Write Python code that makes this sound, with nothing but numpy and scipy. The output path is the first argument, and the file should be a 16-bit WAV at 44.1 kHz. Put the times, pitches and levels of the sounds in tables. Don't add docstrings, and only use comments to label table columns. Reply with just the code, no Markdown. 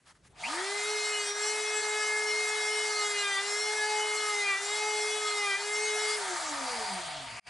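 import sys
import numpy as np
from scipy import signal
from scipy.io import wavfile
from scipy.ndimage import uniform_filter1d

SR = 44100
rng = np.random.default_rng(int(sys.argv[2]) if len(sys.argv) > 2 else 0)


def gain_from_db(level_db):
    decades = np.asarray(level_db, float) / 20
    return 10 ** decades


def put_to_file(sound):
    columns = np.atleast_2d(sound).T
    safe = np.clip(columns, -1, 1)
    whole_steps = np.round(safe * 32767)
    wavfile.write(sys.argv[1], SR, whole_steps.astype(np.int16))


N = 330309
COARSE = 40

# bit enters t/s, breaks out t/s, sag of the turn rate f/Hz, recovery t/s, whine lift level/dB
CUTS = [
    (0.936, 1.311, 17.2, .24, 2),
    (2.808, 3.371, 33.4, 0.39, 3.5),
    (4.173, 4.551, 37.5, .336, 3),
    (5.168, 5.538, 32.8, 0.32, 2),
]
# multiple, free level/dB, biting level/dB, flicker level/dB
LOW_TONES = [(1, -39.5, -46.5, -0.03), (2, -47.5, -46, .8), (3, -50.5, -40.5, 1), (4, -49.5, -42.5, 1.1),
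             (5, -37.5, -34.5, .08), (6, -51, -36.5, 1.1), (7, -51, -49.5, 3.5)]
# t/s, half width t/s, multiple, level/dB
SHIFTS = [(0.9, 0.039, 1, 3.5), (6, 0.19, 1, 1), (1.2, 0.2, 2, -8.5), (3.58, 0.038, 2, -17),
          (3.92, 0.15, 2, 8.5), (4.9, 0.072, 2, 9), (2.15, 0.17, 3, 6.5), (3.0, 0.05, 3, 10.5),
          (3.72, 0.036, 3, 12), (4.29, .05, 3, 15), (4.89, 0.025, 3, 3), (5.28, 0.082, 3, 17),
          (2.06, 0.47, 4, 7.5), (3.83, 0.047, 4, 13.5), (5, 0.35, 4, -5.5), (1.304, 0.045, 5, -13),
          (1.31, .06, 7, -13), (4, .05, 4, -7), (4.5, 0.051, 6, 3), (1.6, .28, 5, -2), (2.44, 0.31, 5, 3),
          (5.19, 0.042, 5, -6.5), (3.19, 0.057, 6, 7.5), (1.72, 0.13, 6, 6.5), (1.17, 0.07, 7, 8),
          (2.32, 0.025, 7, 12), (3.19, 0.034, 7, 12.5), (4.03, 0.064, 7, 12.5), (5.98, .14, 7, 8)]
# f/Hz, width f/Hz, level/dB
STANDING_WAVES = [(115, 4.6, -62), (141, 8.3, -60), (163, 6, -63), (193.6, 7.1, -44.5), (230, 9.5, -54),
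                  (265.4, 8.4, -46.5), (292, 12, -46), (317.5, 7.4, -58), (358.7, 10.6, -42),
                  (403, 24, -45.5), (440, 9.1, -33.5), (486, 24, -35.5), (636, 110, -37), (743, 35, -37)]
# t/s, half width t/s, dip of the router
# level/dB
NULLS = [
    (1.34, .014, -4),
    (1.818, .009, -2),
    (4.585, .018, -1),
    (5.57, .022, -1),
]
# multiple, level/dB
FREE_WHINE = [(8, -15), (9, -11), (10, -12), (11, -13), (12, -15), (13, -9), (14, -14), (15, -17),
              (16, -20), (17, -19), (18, -10), (19, -16), (20, -19), (21, -20), (22, -19), (23, -23),
              (24, -20), (25, -25), (26, -32)]
# multiple, level/dB
BITING_WHINE = [(8, -9), (9, -8), (10, -14), (11, -17), (12, -14), (13, -22), (14, -20), (15, -18),
                (16, -18), (17, -22), (18, -16), (19, -18), (20, -21), (21, -19), (22, -23), (23, -24),
                (24, -27), (25, -27), (26, -28)]
# t/s, half width t/s, multiple, level/dB
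FLARES = [(0.94, 0.1, 10, 9.5), (.97, .06, 14, 8), (1.32, 0.038, 13, 2), (1.305, .06, 14, 14),
          (1.5, 0.19, 18, 4), (3.24, .09, 8, 7), (3.3, .08, 9, 4), (3.58, .07, 16, 7), (3.0, .08, 16, 7),
          (4.35, .07, 15, 6), (3.55, .06, 24, 7), (3.09, 0.075, 13, -8), (4.18, 0.032, 10, 13),
          (2.34, .06, 10, 9), (1.82, 0.02, 10, 8), (3.65, 0.053, 10, 3), (1.23, 0.044, 20, 15),
          (5.12, .12, 8, 7), (5.35, 0.072, 9, -1), (6.0, .12, 8, 5), (5.85, 0.12, 15, 13)]
# t/s, level/dB
SLOT_WHINE = [
    (0.39, -63),
    (0.43, -54),
    (0.438, -29.5),
    (0.465, -33.5),
    (0.49, -42),
    (0.505, -53),
    (0.56, -77.5),
]
# t/s, level/dB
SHELL_RING = [
    (6.0, -110),
    (6.1, -70),
    (6.17, -53),
    (6.35, -48),
    (6.48, -47),
    (6.54, -62),
    (6.6, -110),
]
# f/Hz, level/dB per Hz
RUSH_COLOUR = [(300, -13), (600, -14), (1000, -1), (1500, 4), (2300, -5), (2800, -5.5), (4500, -0.5),
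               (7500, -0.5), (10500, -8.5), (11500, -14)]
# f/Hz, width f/Hz, level/dB
HOUSING = [(650.5, 57, -5.5), (738, 19.8, 2.5), (921, 47, -0.5), (1213, 53, -1), (1420, 780, -10.5),
           (2270, 570, -8), (3240, 800, -15), (4700, 350, -13), (5100, 220, -17.5), (8850, 870, -19.5)]
# multiple of the turn rate, lift level/dB, log spread
RUBBING = [
    (4.04, 6, 0.27),
    (22.2, 6.5, 0.24),
    (46, 5, 0.26),
]
# t/s, half width t/s, level/dB
SCUFFS = [
    (.092, 0.031, -58),
    (.163, .014, -70),
    (.262, 0.022, -64.5),
    (.36, 0.05, -55),
]
# f/Hz, level/dB per Hz
SCUFF_COLOUR = [(180, -36), (300, -11), (431, -7), (888, -2.5), (1100, -1), (1700, -1), (2100, -6.5),
                (11000, -11.5), (14300, -44), (22000, -120)]
# t/s, level/dB
RUMBLE = [
    (0, -71),
    (.4, -62),
    (.7, -75),
    (3, -74.5),
    (5.9, -75),
    (6.4, -67.5),
    (6.9, -60.5),
    (7.2, -61.5),
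    (7.49, -60),
]
# f/Hz, level/dB per Hz
RUMBLE_COLOUR = [(25, -9), (60, 0), (120, -3), (250, -9), (450, -11), (700, -18)]
# f/Hz, left-right likeness 0-1
LIKENESS = [(60, 0.87), (170, 1), (480, 0.87), (1370, 0.8), (3880, 0.88), (11000, 0.98)]
# t/s, gain level/dB
MUTE = [
    (7.3975, 0),
    (7.4, -45),
    (7.435, -31),
    (7.462, -15),
    (7.473, -1),
    (7.49, 0),
]

FREE_HZ, BITING_HZ = 425, 393
POWER_OFF_S, COAST_DB = 6.18, -30
BARS, FAN_BLADES = 24, 18


def bump(x, width):
    return np.exp(-(x / width) ** 2 / 2)


def rotor(t):
    sag, bite, lift_db, ringing = 0, 0, 0, 0
    closing_from_s, coast_from_s = .379, 6.175
    regained_s = [closing_from_s + .45]
    for enter, leave, sag_hz, recovery, db in CUTS:
        deepening = np.clip((t - enter) / (leave - enter), 0, 1) ** 1.9
        recovering = np.clip(1 - (t - leave) / recovery, 0, 1) ** 2.17
        dip = deepening * recovering
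        sag = sag + sag_hz * dip
        lift_db = lift_db + db * np.clip(8 * dip, 0, 1) * (1 - .5 * dip)
        buried = np.clip(sag_hz * dip / 22.5, 0, 1) ** 3.7
        bite = bite + buried * np.clip((leave + 0.065 - t) / 0.052, 0, 1)
        regained_s.append(leave + 0.79 * recovery)

    for s in regained_s:
        since = np.clip(t - s, 0, None)
        ringing = ringing + 3.5 * np.sin(2 * np.pi * since / .24) * np.exp(-since / 0.15)

    closing = FREE_HZ * (1 - np.exp(-(t - closing_from_s) / .111))
    ramp = np.clip(61 + 1150 * (np.minimum(t, .46) - .33), 61, None)

    drag_hz, drag_per_s, brake_hz = 335.2, .4774, 14
    since = np.clip(t - coast_from_s, 0, None)
    coasting = drag_hz * np.tan(np.arctan((FREE_HZ - brake_hz) / drag_hz) - drag_per_s * since)
    coasting = coasting + brake_hz * np.exp(-since / .06)
    turns = np.maximum(closing, ramp) - sag + ringing + coasting - FREE_HZ
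    inertia_s = .03
    return uniform_filter1d(turns, int(inertia_s * SR)), sag, bite, lift_db


def grip_db(shifts, t, multiple):
    return sum(db * bump(t - s, width) for s, width, which, db in shifts if round(which) == multiple)


def standing(hz):
    peaks = sum(gain_from_db(db) * bump(hz - centre, 0.82 * width) for centre, width, db in STANDING_WAVES)
    return peaks + gain_from_db(-65)


def tone_heights(t, turns, sag, bite, powered):
    t, turns, sag, bite, powered = (v[::COARSE] for v in (t, turns, sag, bite, powered))
    out = []
    for k, free_db, biting_db, flicker_db in LOW_TONES:
        load = sag / (FREE_HZ - BITING_HZ) if k == 1 else bite
        rise_db = 56 if k == 1 else 150
        db = free_db + load * (biting_db - free_db) + rise_db * np.log10((turns + sag) / FREE_HZ)
        db = db + grip_db(SHIFTS, t, k)
        if k == 5:
            db = db - 13 * bump(k * turns - 2009, 8) * (bite > .2)
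            db = db - 8 * sum(bump(t - cut[1] - 0.11, 0.031) for cut in CUTS[1:])
        steady = gain_from_db(-2 * np.abs(flicker_db))
        reflected = (coarse_drift(7.6) + 1j * coarse_drift(8)) / np.sqrt(2)
        height = gain_from_db(db) * np.abs(steady + np.sqrt(1 - steady ** 2) * reflected)
        if k < 3:
            coast_gain = gain_from_db((k - 1) * -12)
            height = powered * height + (1 - powered) * coast_gain * standing(k * turns)
        out.append(filled(height))
    return out


def low_tones(turn, heights, powered):
    t, out = np.arange(N) / SR, 0
    flip = np.prod([np.tanh((t - s) / width) for s, width, db in NULLS[1:]], axis=0)
    for k, height in enumerate(heights, 1):
        lead = 0.24 * (1 + 0.13 * drift(1.4))
        tone = np.sin(k * turn + rng.uniform(0, 6.9) + lead * [[1], [-1]])
        fade_db = (k > 2) * (1 - powered) * COAST_DB
        level = gain_from_db(fade_db + 4.0 + 1.0 * drift(7.2))
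        out = out + height * level * tone * (flip if k == 1 else 1)
    return out


def whine(turn, turns, whine_db, powered, load):
    whine_db = whine_db + (1 - powered) * COAST_DB + 60 * np.log10(turns / FREE_HZ)
    t = np.arange(N) / SR
    out, coarse_t, load = 0, t[::COARSE], load[::COARSE]
    for (k, free_db), (_, biting_db) in zip(FREE_WHINE, BITING_WHINE):
        if k == FAN_BLADES:
            flicker_db = 1 - 8 * load + 3.5 * coarse_drift(14)
        else:
            flicker_db = 2.4 * coarse_drift(6) + 3.4 * coarse_drift(16)
        db = free_db + load * (biting_db - free_db) + flicker_db + grip_db(FLARES, coarse_t, k)
        wobble = .01 * k * drift(25)
        out = out + filled(gain_from_db(db)) * np.sin(k * turn + rng.uniform(0, 5.3) + wobble)
    slots = blurred(BARS / 2 * turn, in_time(SLOT_WHINE)[0] - 3)
    shell_hz = 7628
    shell = gain_from_db(in_time(SHELL_RING)[0]) * np.sin(2 * np.pi * shell_hz * t + 1.2 * drift(10))
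    return tunnel(gain_from_db(whine_db) * out + slots + shell, wet_db=-12, side_db=-2)


def tunnel(x, wet_db, side_db):
    t, t60_s = np.arange(SR // 2) / SR, 0.14
    mid, side = rng.standard_normal((2, len(t))) * gain_from_db(-60 * t / t60_s) * (t > .004)
    tail = gain_from_db(wet_db) * (mid + gain_from_db(side_db) * side * [[1], [-1]]) / np.sqrt(np.sum(mid ** 2))
    return x + signal.fftconvolve(x[None], tail, axes=1)[:, :N]


def air_rush(turn, rush_db, spun_up):
    chop = 1 + .1 * np.sin(turn)
    air = banded_noise(RUSH_COLOUR, patchy_db=1.7, top_hz=11060, count=11)
    return spun_up * gain_from_db(rush_db - 2.5) * chop * air


def housing_roar(turns):
    out, white = 0, rng.standard_normal((2, N))
    for k, (hz, width, level_db) in enumerate(HOUSING):
        r = np.exp(-np.pi * width / SR)
        feed = [(1 - r * r) / 2, 0, (r * r - 1) / 2]
        ring = [1, -2 * r * np.cos(2 * np.pi * hz / SR), r * r]
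        mid, side = signal.lfilter(feed, ring, white)
        for multiple, lift_db, spread in RUBBING:
            distance = np.log(multiple * turns[::COARSE] / hz) / spread
            level_db = level_db + lift_db * np.exp(-distance ** 2)
        height = filled(gain_from_db(level_db + 1.4 * coarse_drift(20)))
        out = out + (-1) ** k * height * alike_pair(mid, side, hz)
    return rms_one(out)


def blurred(phase, level_db):
    return gain_from_db(level_db) * (drift(170) * np.sin(phase) + drift(170) * np.cos(phase))


def clothes_scuffs(t):
    rubbing = gain_from_db(-71) + sum(gain_from_db(db) * np.exp(-((t - s) / width) ** 4) for s, width, db in SCUFFS)
    return rubbing * banded_noise(SCUFF_COLOUR, patchy_db=1.5, top_hz=11700, count=9)


def far_rumble(rumble_db):
    return gain_from_db(rumble_db) * banded_noise(RUMBLE_COLOUR, patchy_db=-1.5, top_hz=680, count=10)


def banded_noise(spectrum, patchy_db, top_hz, count):
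    out, edges = 0, top_hz * 2. ** (-np.arange(count, -1, -1) / 2)
    white = rng.standard_normal((2, 2, N))
    for k, (low, high) in enumerate(zip(edges, edges[1:])):
        band = signal.butter(2, [low, high], "band", fs=SR, output="sos")
        mid, side = signal.sosfilt(band, white[k % 2])
        hz = np.sqrt(low * high)
        height = filled(gain_from_db(at_hz(spectrum, hz) + patchy_db * coarse_drift(12)))
        out = out + height * alike_pair(mid, side, hz)
    return rms_one(out)


def alike_pair(mid, side, hz):
    alike = np.clip(at_hz(LIKENESS, hz), -1, 1)
    return np.sqrt(1 + alike) * mid + np.sqrt(1 - alike) * side * [[1], [-1]]


def at_hz(points, hz):
    points = np.array(points)
    return np.interp(np.log(hz), np.log(points[:, 0]), points[:, 1])


def in_time(rows):
    s, *columns = np.transpose(rows)
    return [np.interp(np.arange(N) / SR, s, c) for c in columns]


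def rms_one(x):
    return x / np.sqrt(np.mean(x ** 2) + 1e-20)


def coarse_drift(rate):
    r = np.exp(-2 * COARSE * np.pi * rate / SR)
    white = rng.standard_normal((N - 1) // COARSE + 2001)
    return rms_one(signal.lfilter([1], [1, -2 * r, r * r], white)[2000:])


def filled(coarse):
    return np.interp(np.arange(N) / COARSE, np.arange(len(coarse)), coarse)


def drift(rate):
    return filled(coarse_drift(rate))


def scene():
    t = np.arange(N) / SR
    turns, sag, bite, lift_db = rotor(t)
    turn = 2 * np.pi * np.cumsum(turns + 0.71 * drift(8.2)) / SR
    on = np.clip((t - .28) / .06, 0, 1)
    spun_up = np.clip((t - .3) / 0.2, .03, 1) ** 1.27
    powered = np.clip((POWER_OFF_S + 0.049 - t) / 0.082, 0, 1)

    rumble_db, = in_time(RUMBLE)
    swing_db = rumble_db + 75
    speed = np.log10(turns / FREE_HZ)
    load = sag / (FREE_HZ - BITING_HZ)
    rush_db = -37.5 + 36 * speed + 0.67 * swing_db + 1.5 * load
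    roar_db = -43.5 + 27.5 * speed + 1.04 * swing_db - 0.5 * load
    starting_db = 2.5 * bump(t - 0.61, 0.16)

    tones = low_tones(turn, tone_heights(t, turns, sag, bite, powered), powered)
    rush = air_rush(turn, rush_db, spun_up)
    roar = spun_up * gain_from_db(roar_db + 1.5 + starting_db) * housing_roar(turns)
    brushes = blurred(BARS * turn, rush_db - 23 - 22 * speed * (1 - powered))

    dip_db = sum(db * bump(t - s, width) for s, width, db in NULLS)
    let_go = sum(bump(t - cut[1] - 0.055, 0.031) for cut in CUTS)
    whine_db = -38.5 + 3.0 + lift_db - 4 * let_go + dip_db
    whine_db = whine_db + 60 * np.log10((turns + sag) / FREE_HZ) + drift(2.6)
    body = gain_from_db(dip_db) * (tones + rush + roar + brushes)
    router = on * (body + whine(turn, turns, whine_db, powered, bite))

    scuffs = (1 - on) * clothes_scuffs(t)
    left_db = 0.73
    return (router + scuffs) * gain_from_db([[left_db / 2], [-left_db / 2]]) + far_rumble(rumble_db)


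def top_cut(x):
    return signal.sosfilt(signal.butter(12, 11590, fs=SR, output="sos"), x)


def record(dry):
    low_pass = signal.ellip(12, .5, 70, 11030, fs=SR, output="sos")
    dull = signal.sosfilt(low_pass, dry)
    return top_cut(dull * gain_from_db(in_time(MUTE)[0]))


dry = scene()
out = record(dry)
put_to_file(out)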